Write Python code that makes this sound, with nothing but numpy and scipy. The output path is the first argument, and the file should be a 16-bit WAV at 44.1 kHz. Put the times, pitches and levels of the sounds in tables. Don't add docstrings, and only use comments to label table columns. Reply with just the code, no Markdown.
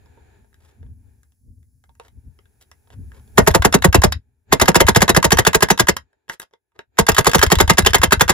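import sys
import numpy as np
from scipy import signal
from scipy.fft import rfft, irfft, next_fast_len
from scipy.io import wavfile
from scipy.ndimage import uniform_filter1d

SR = 44100
rng = np.random.default_rng(int(sys.argv[2]) if len(sys.argv) > 2 else 0)


def wrap_up_sound(samples):
    columns = np.atleast_2d(samples).T
    tamed = np.clip(columns, -1, 1)
    steps = np.round(tamed * 32767).astype(np.int16)
    wavfile.write(sys.argv[1], SR, steps)


N = 367353

# nominal time in s, relative steel level in dB, lead of the tick in s, relative tick level in dB.
BLOWS = [(3.38, -10.5, .005, -15), (3.473, -18, .008, -19), (3.547, -25.5, .008, -32),
         (3.648, -17, .026, -10.5), (3.741, -22, .015, -7.5), (3.844, -17.5, .021, -11),
         (3.945, -16.5, .017, -10), (4.037, -16.5, .018, -10.5), (4.525, -14.5, .01, -38),
         (4.614, -11.5, .015, -6), (4.681, -14.5, .006, -28.5), (4.755, -11, .009, -8),
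         (4.804, -15.5, .006, -22), (4.884, -14, .016, -9), (4.96, -11.5, .011, -9),
         (5.018, -15, .011, -12), (5.092, -15.5, .012, -6.5), (5.164, -16.5, .016, -9.5),
         (5.243, -17.5, .015, -5.5), (5.319, -11.5, .012, -8), (5.386, -13, .014, -8),
         (5.467, -13, .016, -9.5), (5.546, -17, .014, -10), (5.624, -14.5, .017, -13.5),
         (5.703, -12.5, .016, -15), (5.796, -12, .019, -14.5), (5.885, -12.5, .014, -13.5),
         (6.987, -14, .015, -34.5), (7.086, -15.5, .019, -11), (7.182, -13, .016, -10.5),
         (7.267, -16.5, .01, -12), (7.346, -16, .012, -7), (7.428, -11.5, .013, -7.5),
         (7.517, -12, .015, -11.5), (7.602, -9.5, .015, -8.5), (7.697, -8.5, .019, -11.5),
         (7.782, -10.5, .009, -14.5), (7.862, -9.5, .013, -12.5), (7.945, -8.5, .011, -5),
         (8.033, -11.5, .016, -9.5), (8.122, -9, .013, -15), (8.209, -10, .012, -15),
         (8.294, -10.5, .014, -12.5)]
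# frequency in Hz, relative level in dB, t60 in s.
STEEL_MODES = [(1027, -3.5, 0.015), (1255, -5.5, 0.013), (1620, -4.5, 0.03), (1654.5, 1, 0.017),
               (1927, -7.5, .025), (2090, -8.5, 0.03), (2695, -6, .012), (3100, -10.5, 0.019),
               (3463, -10, 0.021), (3884, -12, .025), (4540, -14, 0.016), (5180, -8.5, .015),
               (5996, -11.5, .01), (6930, -8.5, .012), (7380, -13.5, .012), (9800, -9, .008),
               (10500, -21, .008), (11800, -15, 0.008), (12600, -20, 0.007), (14100, -20, .006),
               (15400, -18, .006)]
# frequency in Hz, relative level in dB, t60 in s.
JOIST_MODES = [(59, -15, .12), (100, -13.5, 0.068), (130, -4, 0.093), (177.4, -1.5, 0.044),
               (245, -2, 0.026), (320, -6.5, 0.019), (410, -9, 0.051), (468.6, -4.5, .065),
               (537, -5.5, 0.014), (605, -4.5, 0.034), (760, -8, 0.018), (925, -9.5, 0.067)]


def steel():
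    s, db = np.transpose(BLOWS)[:2]
    rebound_s = rng.uniform(.008, .0081, len(s))
    blow = strike(s - .0015, db + 12.5, STEEL_MODES, contact_s=.002, spread_db=2.5)
    rebound = strike(s + rebound_s, db - 2, STEEL_MODES, contact_s=.0008, spread_db=5.5, tilt_db=4.5)
    tick_s, tick_db, tilt = ticks()
    tick = strike(tick_s - .001, tick_db + .5, STEEL_MODES, contact_s=.0011, spread_db=2.5, tilt_db=tilt)
    return blow + rebound + tick


def ticks(valve_tilt_db=.7, bounce_tilt_db=2.8):
    # nominal time in s, relative level in dB.
    bounces = [(3.512, -21.5), (4.123, -11), (4.657, -18.5), (4.876, -16), (5.349, -32), (5.789, -19),
               (5.967, -15), (7.01, -22), (7.118, -16), (7.147, -14.5), (7.174, -19), (7.209, -17.5),
               (7.246, -15.5), (7.295, -15), (7.315, -15.5), (7.383, -14.5), (7.392, -12), (7.465, -12.5),
               (7.511, -18), (7.554, -13.5), (7.628, -24.5), (7.735, -23), (7.822, -25), (7.896, -26.5),
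               (7.906, -24.5), (7.983, -22), (8.237, -26.5)]
    s, _, lead, valve_db = np.transpose(BLOWS)
    bounce_s, bounce_db = np.transpose(bounces)
    tilt = np.r_[np.full(len(s), valve_tilt_db), np.full(len(bounce_s), bounce_tilt_db)]
    return np.r_[s - lead, bounce_s], np.r_[valve_db, bounce_db], tilt


def joist(spread=.115, power=.3, first_hz=1500, echo_s=.005356, echo_db=-7):
    # frequency in Hz, relative level in dB.
    bending = [(40, -7), (90, -1), (180, 0.5), (400, 0), (800, -3.5), (1500, -7.5), (2300, -18),
               (4000, -51)]
    s = np.transpose(BLOWS)[0]
    db = thump_db(s)
    f = np.arange(1, 2050) * SR / 4096
    hz, shape_db = np.transpose(bending)
    shape = amp(np.interp(np.log(f), np.log(hz), shape_db))
    out = strike(s + .005, db + 8.5, JOIST_MODES, contact_s=.003, spread_db=2.0)
    for at, level_db, (stretch, wobble, turn) in zip(s, db, rng.random((len(s), 3))):
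        c = spread * (.85 + .3016 * stretch)
        sweep = np.exp(-2j * np.pi * (c * f ** (1 - power) / (1 - power) - turn))
        delay_s = echo_s * (.8344 + .3 * wobble)
        echo = 1 + amp(echo_db) * np.exp(-2j * np.pi * f * delay_s)
        pulse = amp(level_db + 43.5) * irfft(shape * sweep * echo)
        start = int((at - c / first_hz ** power) * SR)
        out[start:start + len(pulse)] += pulse[:N - start]
    return out


def thump_db(s):
    # time in s, relative level in dB.
    thump = [(3.38, -6), (3.47, -10.5), (4.7, -11.5), (5.9, -17), (6.98, -12.5), (7.6, -12.5), (7.95, -16),
             (8.3, -16)]
    return np.interp(s, *np.transpose(thump))


def air(charge_db=-20.5, rough_db=5.5, tail_hz=3000):
    # frequency in Hz, relative density in dB per Hz.
    exhaust = [(410, -31.5), (700, -5.5), (1050, -4.5), (1390, -17), (1880, -1), (2350, -12), (6130, -11.5),
               (6990, -5), (8620, -22.5), (11100, -8), (13100, -29), (15200, -13.5), (16200, -29.5)]
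    s = np.transpose(BLOWS)[0]
    tick_s, tick_db = ticks()[:2]
    jet = noise(exhaust, alike=.81)
    flow = swell(spikes(s, amp(charge_db + 17.5)), .0017, .04)
    flow += swell(spikes(s + .0083, amp(charge_db + 7.5)), .00086, .013)
    flow += swell(spikes(tick_s - .0015, amp(tick_db - 10)), .0019, .025)
    slow = swell(spikes(s - .008, amp(charge_db + 6)), .0097, .06)
    slow += swell(spikes(s, amp(charge_db - 14)), .003, .12)
    eddies = np.repeat(rng.standard_normal(N // 128 + 1), 128)[:N]
    slow *= amp(rough_db * uniform_filter1d(eddies, size=64))
    dull_jet = signal.lfilter(*signal.butter(1, tail_hz, fs=SR), jet)
    return flow * jet + slow * dull_jet


def gusts(delay_s=.0038):
    s = np.transpose(BLOWS)[0]
    low_band = signal.butter(2, [45, 300], "band", fs=SR, output="sos")
    lumps = signal.sosfilt(low_band, rng.standard_normal((2, N)))
    return swell(spikes(s + delay_s, amp(thump_db(s) + 16.5)), .005, .076) * lumps


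def thuds(hz=75, t60=.06, soft_hz=160):
    # nominal time in s, relative level in dB.
    falls = [(3.428, -15.5), (3.51, -13), (3.603, -13), (3.889, -9), (3.989, -7.5), (4.079, -14.5),
             (4.786, -27), (4.853, -13), (4.922, -29), (5.01, -20.5), (5.144, -21.5), (5.282, -22.0),
             (5.362, -18), (5.502, -32.5), (5.579, -39), (5.837, -25), (5.927, -32), (7.023, -21.5),
             (7.129, -19.5), (7.393, -15.5), (7.476, -14.5), (7.576, -11.5), (7.643, -13), (7.684, -19),
             (7.745, -25), (7.813, -27), (7.838, -14), (7.908, -19), (8.002, -16), (8.085, -19),
             (8.181, -17.5), (8.262, -24)]
    s, db = np.transpose(falls)
    soft = signal.butter(2, soft_hz, fs=SR, output="sos")
    return -signal.sosfilt(soft, ring(spikes(s - .0075, amp(db + 10)), hz, t60))


def handling(knee_hz=1700, grains_per_s=700):
    # time in s, relative level in dB, treble tilt in dB per octave, strongest ring in Hz.
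    taps = [(0.059, -46.5, 1, 877), (0.174, -44, -7, 872), (0.445, -49, -1.5, 740), (0.529, -55, 4, 2010),
            (0.543, -53.5, 7.5, 2040), (0.829, -45, -1, 750), (0.864, -52, 0.5, 756), (1.232, -58, 8, 6980),
            (1.321, -59.5, 6, 6580), (1.629, -64, 7, 1950), (1.839, -44.5, 4, 790), (1.893, -46.5, 2, 818),
            (1.952, -57.5, 6.5, 2160), (1.998, -25.5, 1.5, 740), (2.082, -50, 7, 818),
            (2.389, -40.5, 0.5, 918), (2.456, -48, 2, 606), (2.614, -57, 5, 6850),
            (2.715, -39.5, 6.5, 1680), (2.873, -47, 2.5, 856), (2.903, -40, 3.5, 778),
            (3.118, -42.5, 2.5, 1800), (3.277, -51, 4.5, 3330), (6.13, -53, 2, 1680), (6.281, -42, 1, 1760),
            (6.297, -16, 3.5, 1880), (6.34, -51, -0.5, 4540), (6.399, -24.5, 6.5, 1880),
            (6.418, -33, 7, 1130), (6.51, -57.5, 2, 673), (6.536, -35.5, 0.5, 870), (6.719, -62, 1.5, 920),
            (6.791, -20.5, 1, 1630)]
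    # start in s, length in s, relative level in dB, treble tilt in dB per octave.
    scrapes = [(.6, .12, -78.5, 3.5), (2.004, .08, -71.5, 1.5), (2.603, 0.03, -74.5, 6),
               (2.908, 0.042, -69.5, 1.5), (3.119, .08, -69, 0), (6.286, .025, -54, 2),
               (6.314, 0.034, -59, 4.5), (6.416, .02, -60.5, 3.5), (6.523, 0.018, -77.5, -1.5),
               (6.745, .05, -74.5, -2.5)]
    modes = JOIST_MODES[6:] + STEEL_MODES
    held = [(hz, db, t60 * min(.9, knee_hz / hz + .15)) for hz, db, t60 in modes]
    rubbed = [(hz, db, t60 * .3) for hz, db, t60 in modes]
    s, db, tilt, peak_hz = np.transpose(taps)
    out = strike(s, db - 5.5, held, contact_s=.00033, spread_db=3.0, tilt_db=tilt, peak_hz=peak_hz, peak_db=7)
    out += strike(s, db - 19, rubbed, contact_s=.006, spread_db=2.5, tilt_db=tilt)
    grains = []
    for start, length, level_db, tilt in scrapes:
        for u, extra in rng.random((int(length * grains_per_s) + 2, 2)):
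            grain_db = level_db + 8 * np.sin(np.pi * u) + 4 * extra
            grains.append((start + length * u, grain_db, tilt))
    s, db, tilt = np.transpose(grains)
    return out + strike(s, db + 3, rubbed, contact_s=.0012, spread_db=1.0, tilt_db=tilt)


def background(rise_db_per_s=280, left_db=3):
    # time in s, then rumble, rubbing and air leak levels in dB.
    bed = [(0, -50, -61, -76), (.36, -56, -59, -77), (.5, -57, -73, -75), (.72, -59, -63, -77),
           (.97, -55, -78, -76), (1.09, -62, -69, -75), (1.43, -65, -90, -76), (1.9, -58, -85, -76),
           (2.05, -58, -75, -76), (2.85, -60, -70, -72), (3.2, -50, -64, -66), (3.35, -45, -62, -65),
           (3.38, -31, -42, -50), (4.17, -30, -78, -88), (4.23, -64, -78, -88), (4.45, -68, -83, -87),
           (4.52, -31, -43, -92), (6, -49.5, -74, -97), (6.13, -84, -76, -98), (6.55, -89, -90, -97),
           (6.9, -84, -86, -97), (6.97, -67, -62, -100)]
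    # peak time in s, level in dB, fade in s per 20 dB.
    bumps = [(.39, -48, .15), (.63, -53, .15), (.82, -37.5, .4), (.9, -34, .08), (1.07, -46, .15),
             (1.49, -37, .1), (1.58, -46, .2), (1.75, -52, .15), (1.9, -50, .1), (2.175, -39, .07),
             (2.28, -37, .06), (2.99, -30, .2), (3.19, -40.5, .15), (4.26, -58.5, .15), (6.162, -72, .05),
             (6.302, -65, .08), (6.414, -74, .05), (6.798, -61.5, .04), (6.892, -67, .1)]
    # frequency in Hz, relative density in dB per Hz.
    rumble_spectrum = [(12, -46), (20, -17), (76, 3.5), (130, -9.5), (157, -20), (258, -16), (300, -32.5),
                       (500, -40), (650, -57.5), (1100, -120)]
    rub_spectrum = [(180, -40), (300, -4), (342, -10), (396, 1.5), (550, -16.5), (884, -8.5), (1140, -24.5),
                    (1710, -10.5), (2000, -23.5), (2410, -16.5), (2890, -28), (3820, -25), (5980, -38.5),
                    (7000, -21.5), (9100, -58.5), (15400, -120)]
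    leak_spectrum = [(2940, -32), (5000, -10.5), (7520, -7.5), (8760, -14.5), (9390, -7.5), (10500, 1),
                     (12000, -7.5), (13200, -24), (15100, -3), (16200, -14)]
    t = np.arange(N) / SR
    s, *columns = np.transpose(bed)
    rumble, rub, leak = (amp(np.interp(t, s, column)) for column in columns)
    for at, db, fade in bumps:
        drop_db = np.maximum(20 * (t - at) / fade, rise_db_per_s * (at - t))
        rumble = np.maximum(rumble, amp(db - drop_db))
    sides = amp(left_db * np.array([[.5], [-.5]]))
    out = sides * rumble * noise(rumble_spectrum, alike=.75)
    out += rub * noise(rub_spectrum, alike=.13)
    return out + leak * noise(leak_spectrum, alike=.64)


def crawlspace(x, t60=.09, low_hz=120, dull_hz=3000):
    t = np.arange(SR // 4) / SR
    tail = rng.standard_normal((2, len(t))) * amp(-60 * t / t60) * (t > .002)
    tail = signal.lfilter(*signal.butter(1, [low_hz, dull_hz], "band", fs=SR), tail)
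    tail /= np.sqrt(np.sum(tail ** 2, axis=1, keepdims=True))
    return signal.fftconvolve(x[None], tail, axes=1)[:, :N]


def ports(x):
    # frequency in Hz, phase in radians by which left leads right.
    lead = [(0, 1), (600, -1.43), (1550, 1.5), (2070, 2), (3190, 1), (5170, 1.64), (6200, 2), (7240, 2.45),
            (10500, -6), (11700, 0), (12300, 4), (13500, 35.5), (14600, 17.5), (15900, 5.5)]
    # frequency in Hz, left minus right in dB.
    balance = [(60, 1), (110, 2), (200, -2.5), (380, 3.5), (700, -5), (1290, -4.5), (2380, 2.5),
               (4400, -1.5), (8120, -1.0), (15000, 1)]
    side = np.array([[.5], [-.5]])

    def response(f):
        turn = np.exp(1j * side * np.interp(f, *np.transpose(lead)))
        return turn * amp(side * np.interp(f, *np.transpose(balance)))

    return shaped(x, response)


def strike(s, db, modes, contact_s, spread_db, tilt_db=0, peak_hz=1000, peak_db=0):
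    luck = rng.normal(0, 1, (len(s), len(modes)))
    rough, out = rng.standard_normal(N), np.zeros(N)
    t = np.arange(SR // 20) / SR
    span = np.clip(np.reshape(contact_s, (-1, 1)), 1 / SR, None)
    shape = t / span * np.exp(-t / span) / np.sqrt(span * SR)
    at = np.minimum((np.asarray(s) * SR).astype(int)[:, None] + np.arange(len(t)), N - 1)
    for k, (hz, mode_db, t60) in enumerate(modes):
        near_peak = np.exp(-(np.log2(hz / peak_hz) / .4) ** 2)
        colour_db = tilt_db * np.log2(hz / 1000) + peak_db * near_peak
        level = amp(db + mode_db + spread_db * luck[:, k] + colour_db)
        force = np.full(N, 1e-18)
        np.add.at(force, at, level[:, None] * shape)
        out += ring(force * np.roll(rough, 997 * k), hz, t60)
    return out


def ring(clicks, hz, t60):
    r, w = amp(-60 / (t60 * SR)), 2 * np.pi * hz / SR
    return signal.lfilter([0, np.sin(w)], [1, -2 * r * np.cos(w), r * r], clicks)


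def swell(clicks, rise_s, t60):
    a, r = np.exp(-1 / (rise_s * SR)), amp(-60 / (t60 * SR))
    decay = signal.lfilter([1], [1, -r], clicks)
    return signal.lfilter([1 - a], [1, -a], decay)


def spikes(s, sizes):
    out = np.zeros(N)
    np.add.at(out, np.clip((np.asarray(s) * SR).astype(int), 0, N - 1), sizes)
    return out + 1e-18


def noise(spectrum, alike):
    hz, db = np.transpose(spectrum)
    white = rng.standard_normal((2, N))
    mid, side = shaped(white, lambda f: amp(np.interp(np.log(f), np.log(hz), db, -90, -90)))
    alike = np.clip(alike, 0, 1)
    out = np.sqrt(1 + alike) * mid + np.sqrt(1 - alike) * side * [[1], [-1]]
    return out / np.sqrt(np.mean(out ** 2))


def shaped(x, response):
    size = next_fast_len(N + SR // 4)
    f = np.arange(1, size // 2 + 2) * SR / size
    return irfft(rfft(x, size) * response(f), size)[..., :N]


def amp(db):
    return 10 ** (np.asarray(db) / 20)


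def scene():
    struck = steel() + handling() + joist() + thuds()
    near = ports(struck + air())
    return near + amp(-11) * crawlspace(struck) + gusts() + background()


def record(dry, bass_cut_hz=45, top_cut_hz=16300):
    bass_cut = signal.butter(2, bass_cut_hz, "high", fs=SR, output="sos")
    top_cut = signal.cheby2(12, 50, top_cut_hz, fs=SR, output="sos")
    overloaded = np.clip(dry, -1, 1)
    return np.clip(signal.sosfilt(top_cut, signal.sosfilt(bass_cut, overloaded)), -1, 1)


dry = scene()
out = record(dry)
wrap_up_sound(out)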